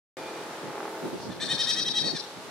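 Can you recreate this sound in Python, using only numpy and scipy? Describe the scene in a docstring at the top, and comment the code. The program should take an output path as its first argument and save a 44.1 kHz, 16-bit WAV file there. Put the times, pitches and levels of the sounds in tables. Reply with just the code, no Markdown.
"""A building site. A young goat gives one quavering bleat: vocal-fold harmonics and rasp through
throat formants, in short pitch arches, about ten a second, thrown back by a wall to the left.
A small engine some way off putters with exhaust pulses and fades. Rubbing metal squeals and dies away,
machines whine faintly and a second goat's hooves crunch on gravel.
Light wind bumps against the microphone over machine din and hiss."""
import sys
import numpy as np
from scipy import signal
from scipy.fft import rfft, irfft, next_fast_len
from scipy.io import wavfile
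from scipy.ndimage import map_coordinates

SR = 44100
rng = np.random.default_rng(int(sys.argv[2]) if len(sys.argv) > 2 else 0)


def to_wav(s):
    """Save 16-bit WAV."""
    ch = np.atleast_2d(s).T  # columns
    pcm = np.round(np.clip(ch, -1, 1) * 32767)  # PCM
    wavfile.write(sys.argv[1], SR, pcm.astype(np.int16))


N = 110250
START_S = .169

# Bleat arches. Each row: crest time in seconds, pitch in Hz, climb as a share of pitch, rise and fall
# in seconds, level in dB, six formant settings as in LAST_FORMANTS, rasp in dB.
SYLLABLES = [(1.324, 599, 0.0049, .024, 0.015, -50.5, 3380, 7.5, -8, -13, 8000, 0, -27),
             (1.432, 615.3, 0.056, 0.031, 0.015, -39, 3600, 10.5, -6.5, -5, 8150, 11, -11),
             (1.520, 632.4, 0.059, 0.038, .02, -38, 3570, 16.5, -2.5, -2.5, 8400, 9, -14.5),
             (1.611, 637, 0.05, .034, 0.021, -39.5, 3550, 18.5, 9, 0.5, 9300, 2.5, -21),
             (1.705, 643, .037, .042, 0.017, -38, 3540, 18, 9, 2.5, 11600, 7, -15.5),
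             (1.796, 646.5, .03, .043, .015, -39.5, 3610, 17.5, 7, -2, 9600, 1, -18.5),
             (1.883, 648.5, 0.006, .036, 0.014, -42.5, 3610, 22, 10, 0.5, 9600, 1, -30),
             (1.981, 648.2, 0.0065, 0.043, 0.018, -42, 3630, 24.5, 10.5, 3, 11200, 3, -36),
             (2.075, 641.8, 0.0123, 0.047, 0.021, -42.5, 4170, 14.5, 3, -0.5, 6760, 1, -32)]
# Falling last syllable. Each row: time in seconds, pitch in Hz, level in dB.
LAST_SYLLABLE = [(2.128, 608, -66), (2.148, 620, -46), (2.165, 597, -43), (2.177, 562, -44.5),
                 (2.19, 520, -58)]
# In order: main formant in Hz, its gain in dB, upper formant gain in dB, treble shelf in dB,
# top formant in Hz, its gain in dB. Mouth opening scales the three formant gains.
LAST_FORMANTS = (3750, 9, 5.5, -6, 8200, 2)
# Engine speed. Each row: time in seconds, firing rate in Hz.
FIRING_RATE_HZ = [(0, 40.25), (.8, 40.35), (1.4, 40.35), (2.1, 40.9), (2.5, 40.9)]
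# Drone harmonics. Each row: multiple of the firing rate, level in dB.
ENGINE_ORDERS = [(4, -11), (7, -7), (8, 2), (9, -5), (10, .5), (11, -2), (12, -2), (13, 3), (14, -5),
                 (15, -6), (16, -4), (19, -8), (20, -7), (21, -6), (22, -3), (23, -7), (24, -8)]
# Rubbing metal. Each row: frequency in Hz, level in dB.
SQUEAL_PARTIALS = [(2250, -11), (2412, 0), (3515, -8), (4479, -10), (4610, -12)]
# Machine tones. Each row: centre and half-width in seconds, frequency in Hz, level in dB.
WHINES = [(0.763, 0.12, 836.4, -42.5), (0.985, 0.05, 649.5, -40), (1.013, 0.077, 894, -42.5),
          (1.25, 0.038, 936, -44.5), (1.972, 0.027, 837, -43.5), (2.253, 0.13, 837, -49.5)]
# Hoof steps. Each row: centre and half-width in seconds, level in dB.
STEPS = [(.9, .05, -58), (1.05, .09, -55)]
# Wind bumps. Each row: centre and half-width in seconds, level in dB, lower and upper edge in Hz.
GUSTS = [(0.669, 0.037, -38, 131, 220), (1.059, 0.039, -32, 163, 350), (1.145, 0.021, -29.5, 162, 336),
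         (1.294, 0.042, -33.5, 103, 274), (1.44, 0.058, -38, 166, 300), (1.541, 0.013, -31.5, 130, 270),
         (1.81, 0.04, -43, 160, 282), (2.036, 0.05, -37, 142, 240), (2.073, 0.045, -35, 156, 543),
         (2.143, 0.019, -32.5, 97, 360), (2.38, 0.016, -42, 91, 222)]

# Layer envelopes. Each row: time in seconds, level in dB.
EXHAUST_DB = [(.17, -49), (.5, -48), (.6, -45), (.72, -44), (.82, -38), (.92, -44), (1.05, -46), (1.3, -52),
              (1.6, -55), (2.5, -56)]
PUFF_DB = [(.17, -55), (.55, -52.5), (.8, -42.5), (.95, -57), (1.3, -50), (2.5, -55)]
DRONE_DB = [(.17, -41), (.4, -41), (.55, -43.5), (.85, -39.5), (1.1, -41), (1.4, -47.5), (1.9, -50.5),
            (2.5, -49.5)]
RUMBLE_DB = [(.17, -52.5), (.7, -59), (.92, -66), (1.1, -44), (1.7, -41.5), (2.1, -44.5), (2.28, -57),
             (2.5, -50)]
DIN_DB = [(.17, -42), (.36, -41), (.5, -40.5), (.69, -41), (.86, -40.5), (1.21, -45.5), (1.37, -48.5),
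          (1.5, -41.5), (1.98, -49.5), (2.5, -44)]
HISS_DB = [(.17, -47.5), (.6, -48), (.9, -48.5), (1.15, -48), (1.35, -50), (2.3, -47.5), (2.5, -47.5)]

# Spectral shapes. Each row: frequency in Hz, gain in dB.
THROAT_EQ = [(300, -37), (630, -56), (1270, -9.5), (1650, 4), (1900, 1), (2200, -8.5), (2520, -3),
             (2850, -21), (3150, -4), (3800, -0.5), (4450, 1.5), (5100, -5), (5780, 5), (6400, -10.5),
             (7000, -6), (8300, -8), (10000, -12), (12000, -27.5), (16000, -56)]
WALL_EQ = [(500, -21), (1900, -27), (2550, -9), (3200, -16), (3800, -10.5), (4450, 0), (5200, 2),
           (5800, -3.5), (7500, -5), (9500, 1.5), (14000, -12)]
EXHAUST_EQ = [(60, -28), (200, -6), (450, 4), (900, 2), (1500, -4.5), (2100, -15), (2800, -26), (6000, -45),
              (15000, -50)]
PUFF_EQ = [(100, -35), (400, 8.5), (800, 11.5), (1400, 1.5), (2200, -30), (5000, -44), (15000, -47)]
GRAVEL_EQ = [(2000, -25), (6000, -4), (11000, 0), (15000, -5)]
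RUMBLE_EQ = [(30, -15), (80, -3), (140, -0.5), (250, -2.5), (500, -11), (2000, -43)]
DIN_EQ = [(30, -48), (70, -13), (130, -5), (300, 0.5), (550, 0), (900, -2.5), (1400, -3), (2200, -9),
          (4000, -21.5), (15000, -27.5)]
HISS_EQ = [(500, -14), (1800, -10.5), (3900, -6), (7000, -13.5), (11900, -18), (15500, -57)]
SCUFF_EQ = [(2500, -18), (4500, 12), (6000, 6), (8000, -14), (14000, -13)]

# Directions. Each row: frequency in Hz, left boost and equal right cut in dB.
GOAT_PAN = [(1000, -1), (1900, 1), (3200, 3.5), (4200, 2.5), (8000, 1)]
WALL_PAN = [(2000, 7.5), (4500, 6.5), (8000, 2)]
FAR_WALL_PAN = [(1000, 1.8), (8000, 7.5)]
ENGINE_PAN = [(200, 0.39), (1000, -0.67)]
# Late echoes. Each row: delay in seconds, gain in dB.
FAR_WALLS = [(.073, -17), (.081, -20)]
# Diffuse tail. Each row: frequency in Hz, time to fall 60 dB in seconds.
SITE_T60_S = [(200, .2), (2500, .3), (3800, 0.62), (5500, 0.44), (12000, 0.085)]
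# Noise field of the open site. Each row: frequency in Hz, left-right correlation.
COHERENCE = [(60, 0.6), (180, 1), (550, 1), (1650, 0.36), (5000, 0.084), (15000, -0.66)]


def amp(db):
    """Decibels to gain."""
    return 10 ** (np.asarray(db) / 20)


def unit(x):
    """Scale to rms 1."""
    return x / np.sqrt(np.mean(x ** 2) + 1e-20)


def clock():
    """Sample times in seconds."""
    return np.arange(N) / SR


def along(points, hz):
    """Interpolate (Hz, value) points on a log axis."""
    f, v = np.transpose(points)
    return np.interp(np.log(hz + 1), np.log(f + 1), v)


def curve(rows):
    """Interpolate (s, value) points at every sample."""
    return np.interp(clock(), *np.transpose(rows))


def bell(x, centre, width):
    """Gaussian of height 1; 1/e at centre +- width."""
    return np.exp(-((x - centre) / width) ** 2)


def wobble(rate_hz):
    """Smooth random curve, rate_hz knots a second."""
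    return map_coordinates(rng.standard_normal(int(N * rate_hz / SR) + 4), [clock() * rate_hz])


def filtered(x, response):
    """Apply a complex frequency response."""
    m = next_fast_len(N + SR // 2)
    return irfft(rfft(x, m) * response(np.fft.rfftfreq(m, 1 / SR)), m)[..., :N]


def shaped(x, eq):
    """Apply a spectral shape at zero phase."""
    return filtered(x, lambda hz: amp(along(eq, hz)))


def impulse(eq, size=2048):
    """Minimum-phase impulse response of a spectral shape."""
    cepstrum = irfft(np.log(amp(along(eq, np.fft.rfftfreq(size, 1 / SR)))))
    cepstrum[1:size // 2] *= 2
    cepstrum[size // 2 + 1:] = 0
    return irfft(np.exp(rfft(cepstrum)))


def site_noise(eq):
    """Stereo noise of rms 1 with the site's coherence."""
    def mid_side(hz):
        angle = np.arccos(np.clip(along(COHERENCE, hz), -1, 1)) / 2
        return amp(along(eq, hz)) * [np.cos(angle), np.sin(angle)]
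    mid, side = filtered(rng.standard_normal((2, N)), mid_side)
    return unit(np.array([mid + side, mid - side]))


def placed(x, pan, left_lead_s=0, delay_s=0):
    """Direction from level and arrival time at each ear."""
    ear = np.array([[1], [-1]])
    arrival_s = delay_s - ear * left_lead_s / 2
    return filtered(x, lambda hz: amp(ear * along(pan, hz)) * np.exp(-2j * np.pi * hz * arrival_s))


def goat(scoop=.15, sag=.1424, rise_db=6.6, fall_db=6):
    """Each syllable scoops up to a crest, then sags and breaks; the last slides down."""
    t, bleat = clock(), np.zeros(N)
    for crest_s, hz, climb, rise_s, fall_s, db, *formants, rasp_db in SYLLABLES:
        before = np.clip((crest_s - t) / rise_s, 0, 4)
        after = np.clip((t - crest_s) / fall_s, 0, 4)
        droop = climb * before + scoop * before ** 7 + sag * after ** 1.66
        pitch_hz = hz * (1 - np.minimum(droop, .3))
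        effort_db = -rise_db * (before + before ** 6) / 2 - fall_db * (after + after ** 3) / 2
        bleat += amp(db) * voice(pitch_hz, effort_db, np.minimum(2 * after, 1), rasp_db, formants)
    times_s, hz, db = np.transpose(LAST_SYLLABLE)
    effort_db = np.interp(t, times_s, db - db.max(), left=-120, right=-120)
    last = voice(np.interp(t, times_s, hz), effort_db, breaking=.3, rasp_db=-11, formants=LAST_FORMANTS)
    return bleat + amp(db.max()) * last


def voice(pitch_hz, effort_db, breaking, rasp_db, formants, harmonics=24, dulling=1.74):
    """Vocal-fold harmonics plus rasp gated once a cycle; less effort is duller, breaking is rougher."""
    on = effort_db > -40
    wander = .004 * wobble(110)
    jitter = (.0034 + .012 * breaking) * wobble(700)
    phase = 2 * np.pi * np.cumsum(pitch_hz * (1 + wander + jitter)) / SR
    k = np.arange(1, harmonics + 1)[:, None]
    hz = k * pitch_hz[on]
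    opening = amp(.3 * effort_db[on])
    tilt_db = dulling * effort_db[on] * np.clip(hz / 1800 - 1, 0, 1)
    gain = amp(throat_db(hz, opening, *formants) + tilt_db)
    tone = np.zeros(N)
    tone[on] = np.sum(gain * np.cos(k * phase[on] + rng.normal(0, .93, (harmonics, 1))), axis=0)
    breath = rng.standard_normal(N) * (1 + np.cos(phase))
    rasp = filtered(breath, lambda f: amp(throat_db(f, .94, *formants))) * np.sqrt(SR / pitch_hz.max()) / 2
    rasp *= amp(rasp_db + 9 * breaking + dulling * effort_db / 2)
    shimmer_db = .75 * wobble(340)
    return amp(effort_db + shimmer_db) * (tone + rasp)


def throat_db(hz, opening, main_hz, main_db, upper_db, treble_db, top_hz, top_db):
    """Throat and mouth gain; the formants sharpen as the mouth opens."""
    peaks_db = (main_db * bell(hz, main_hz, 683)
                + upper_db * bell(hz, 5240, 590)
                + top_db * bell(hz, top_hz, 570))
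    shelf_db = treble_db * (1 + np.tanh((hz - 6740) / 1000)) / 2
    return along(THROAT_EQ, hz) + opening * peaks_db + shelf_db


def echoes(x, diffuse_db=-8.5):
    """One strong wall to the left, two farther ones and a short diffuse tail."""
    wall = placed(shaped(x, WALL_EQ), WALL_PAN, left_lead_s=40e-6, delay_s=.033)
    far = sum(amp(db) * placed(x, FAR_WALL_PAN, delay_s=s) for s, db in FAR_WALLS)
    hz, t, spectra = signal.stft(rng.standard_normal((2, SR // 2)), SR, nperseg=256)
    decay = amp(-60 * t / along(SITE_T60_S, hz)[:, None])
    tail = signal.istft(spectra * decay, SR, nperseg=256)[1]
    diffuse = signal.fftconvolve(x[None], tail / np.linalg.norm(tail[0]), axes=1)[:, :N]
    return wall + far + amp(diffuse_db) * diffuse


def engine(firing_at_s=.8049, scatter_db=1.4, waver_db=2.8):
    """Exhaust pulses and their puffs arrive directly; scattered sound merges into a wavering drone."""
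    cycles = np.cumsum(curve(FIRING_RATE_HZ)) / SR
    cycles -= cycles[round(firing_at_s * SR)]
    firings = np.diff(np.floor(cycles), prepend=np.floor(cycles[0]))
    firings *= amp(scatter_db * wobble(40.95))
    pulses = unit(np.convolve(-firings, impulse(EXHAUST_EQ))[:N])
    puffs = unit((1 + .23 * np.cos(2 * np.pi * cycles)) * site_noise(PUFF_EQ))
    drone = np.zeros((2, N))
    for order, db in ENGINE_ORDERS:
        gain = amp(db + waver_db * wobble(8.17))
        phase = 2 * np.pi * (order * cycles + rng.random())
        spread_rad = rng.normal(0, .35, (2, 1))
        drift_rad = .33 * wobble(10.86)
        drone += gain * np.cos(phase + spread_rad + drift_rad)
    direct = amp(curve(EXHAUST_DB)) * pulses + amp(curve(PUFF_DB)) * puffs
    return direct + amp(curve(DRONE_DB)) * unit(drone)


def squeal(level_db=-47, ramp_s=.025, fade_db_per_s=38, end_s=.48):
    """Rubbing metal: unsteady partials that swell, fade and stop."""
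    t = clock()
    gate = np.clip(np.minimum(t - START_S, end_s - t) / ramp_s, 0, 1)
    partials = sum(amp(db + 3 * wobble(30)) * np.sin(2 * np.pi * hz * t + .31 * wobble(74.4))
                   for hz, db in SQUEAL_PARTIALS)
    return gate * amp(level_db - fade_db_per_s * (t - START_S)) * partials


def whines(drift_rad=.6):
    """Narrow, unsteady machine tones that swell and fade."""
    t = clock()
    return sum(amp(db) * bell(t, at_s, width_s) * np.sin(2 * np.pi * hz * t + drift_rad * wobble(39.85))
               for at_s, width_s, hz, db in WHINES)


def hooves(grains_per_s=1500):
    """Each step crunches a faint cloud of gravel grains."""
    grains = rng.standard_normal((2, N)) * (rng.random(N) < grains_per_s / SR)
    envelope = sum(amp(db) * bell(clock(), at_s, width_s) for at_s, width_s, db in STEPS)
    return envelope * unit(shaped(grains, GRAVEL_EQ))


def wind():
    """Low rumble and short bumps; the two microphone ports share part of each bump."""
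    rumble_gain = amp(curve(RUMBLE_DB) + 1.2 * wobble(20))
    out = rumble_gain * unit(shaped(rng.standard_normal((2, N)), RUMBLE_EQ))
    for at_s, width_s, db, low_hz, high_hz in GUSTS:
        def band(hz):
            return (hz / low_hz) ** 3 / np.sqrt((1 + (hz / low_hz) ** 6) * (1 + (hz / high_hz) ** 5))
        eddies = rng.standard_normal((2, N)) + .5 * rng.standard_normal(N)
        out += amp(db) * bell(clock(), at_s, width_s) * unit(filtered(eddies, band))
    return out


def background(scuff_s=1.24, scuff_width_s=.043, scuff_db=-46.5):
    """Machine din, airy hiss and one soft scuff."""
    din = amp(curve(DIN_DB) + .21 * wobble(13.94)) * site_noise(DIN_EQ)
    hiss = amp(curve(HISS_DB) + .55 * wobble(20)) * site_noise(HISS_EQ)
    scuff = amp(scuff_db) * bell(clock(), scuff_s, scuff_width_s) * site_noise(SCUFF_EQ)
    return din + hiss + scuff


def scene():
    """Goat left of centre, the site around it."""
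    bleat = goat()
    call = placed(bleat, GOAT_PAN, left_lead_s=26e-6) + echoes(bleat)
    putter = placed(engine(), ENGINE_PAN, left_lead_s=20e-6)
    return call + putter + squeal() + whines() + hooves() + background() + wind()


def record(dry, low_cut_hz=110, top_hz=15750):
    """Silence until START_S, then a low cut and a steep band limit."""
    def band(hz):
        low_cut = (1j * hz / (low_cut_hz + 1j * hz)) ** 2
        return low_cut / (1 + (hz / top_hz) ** 200)
    return filtered(dry * (clock() > START_S), band)


dry = scene()
out = record(dry)
to_wav(out)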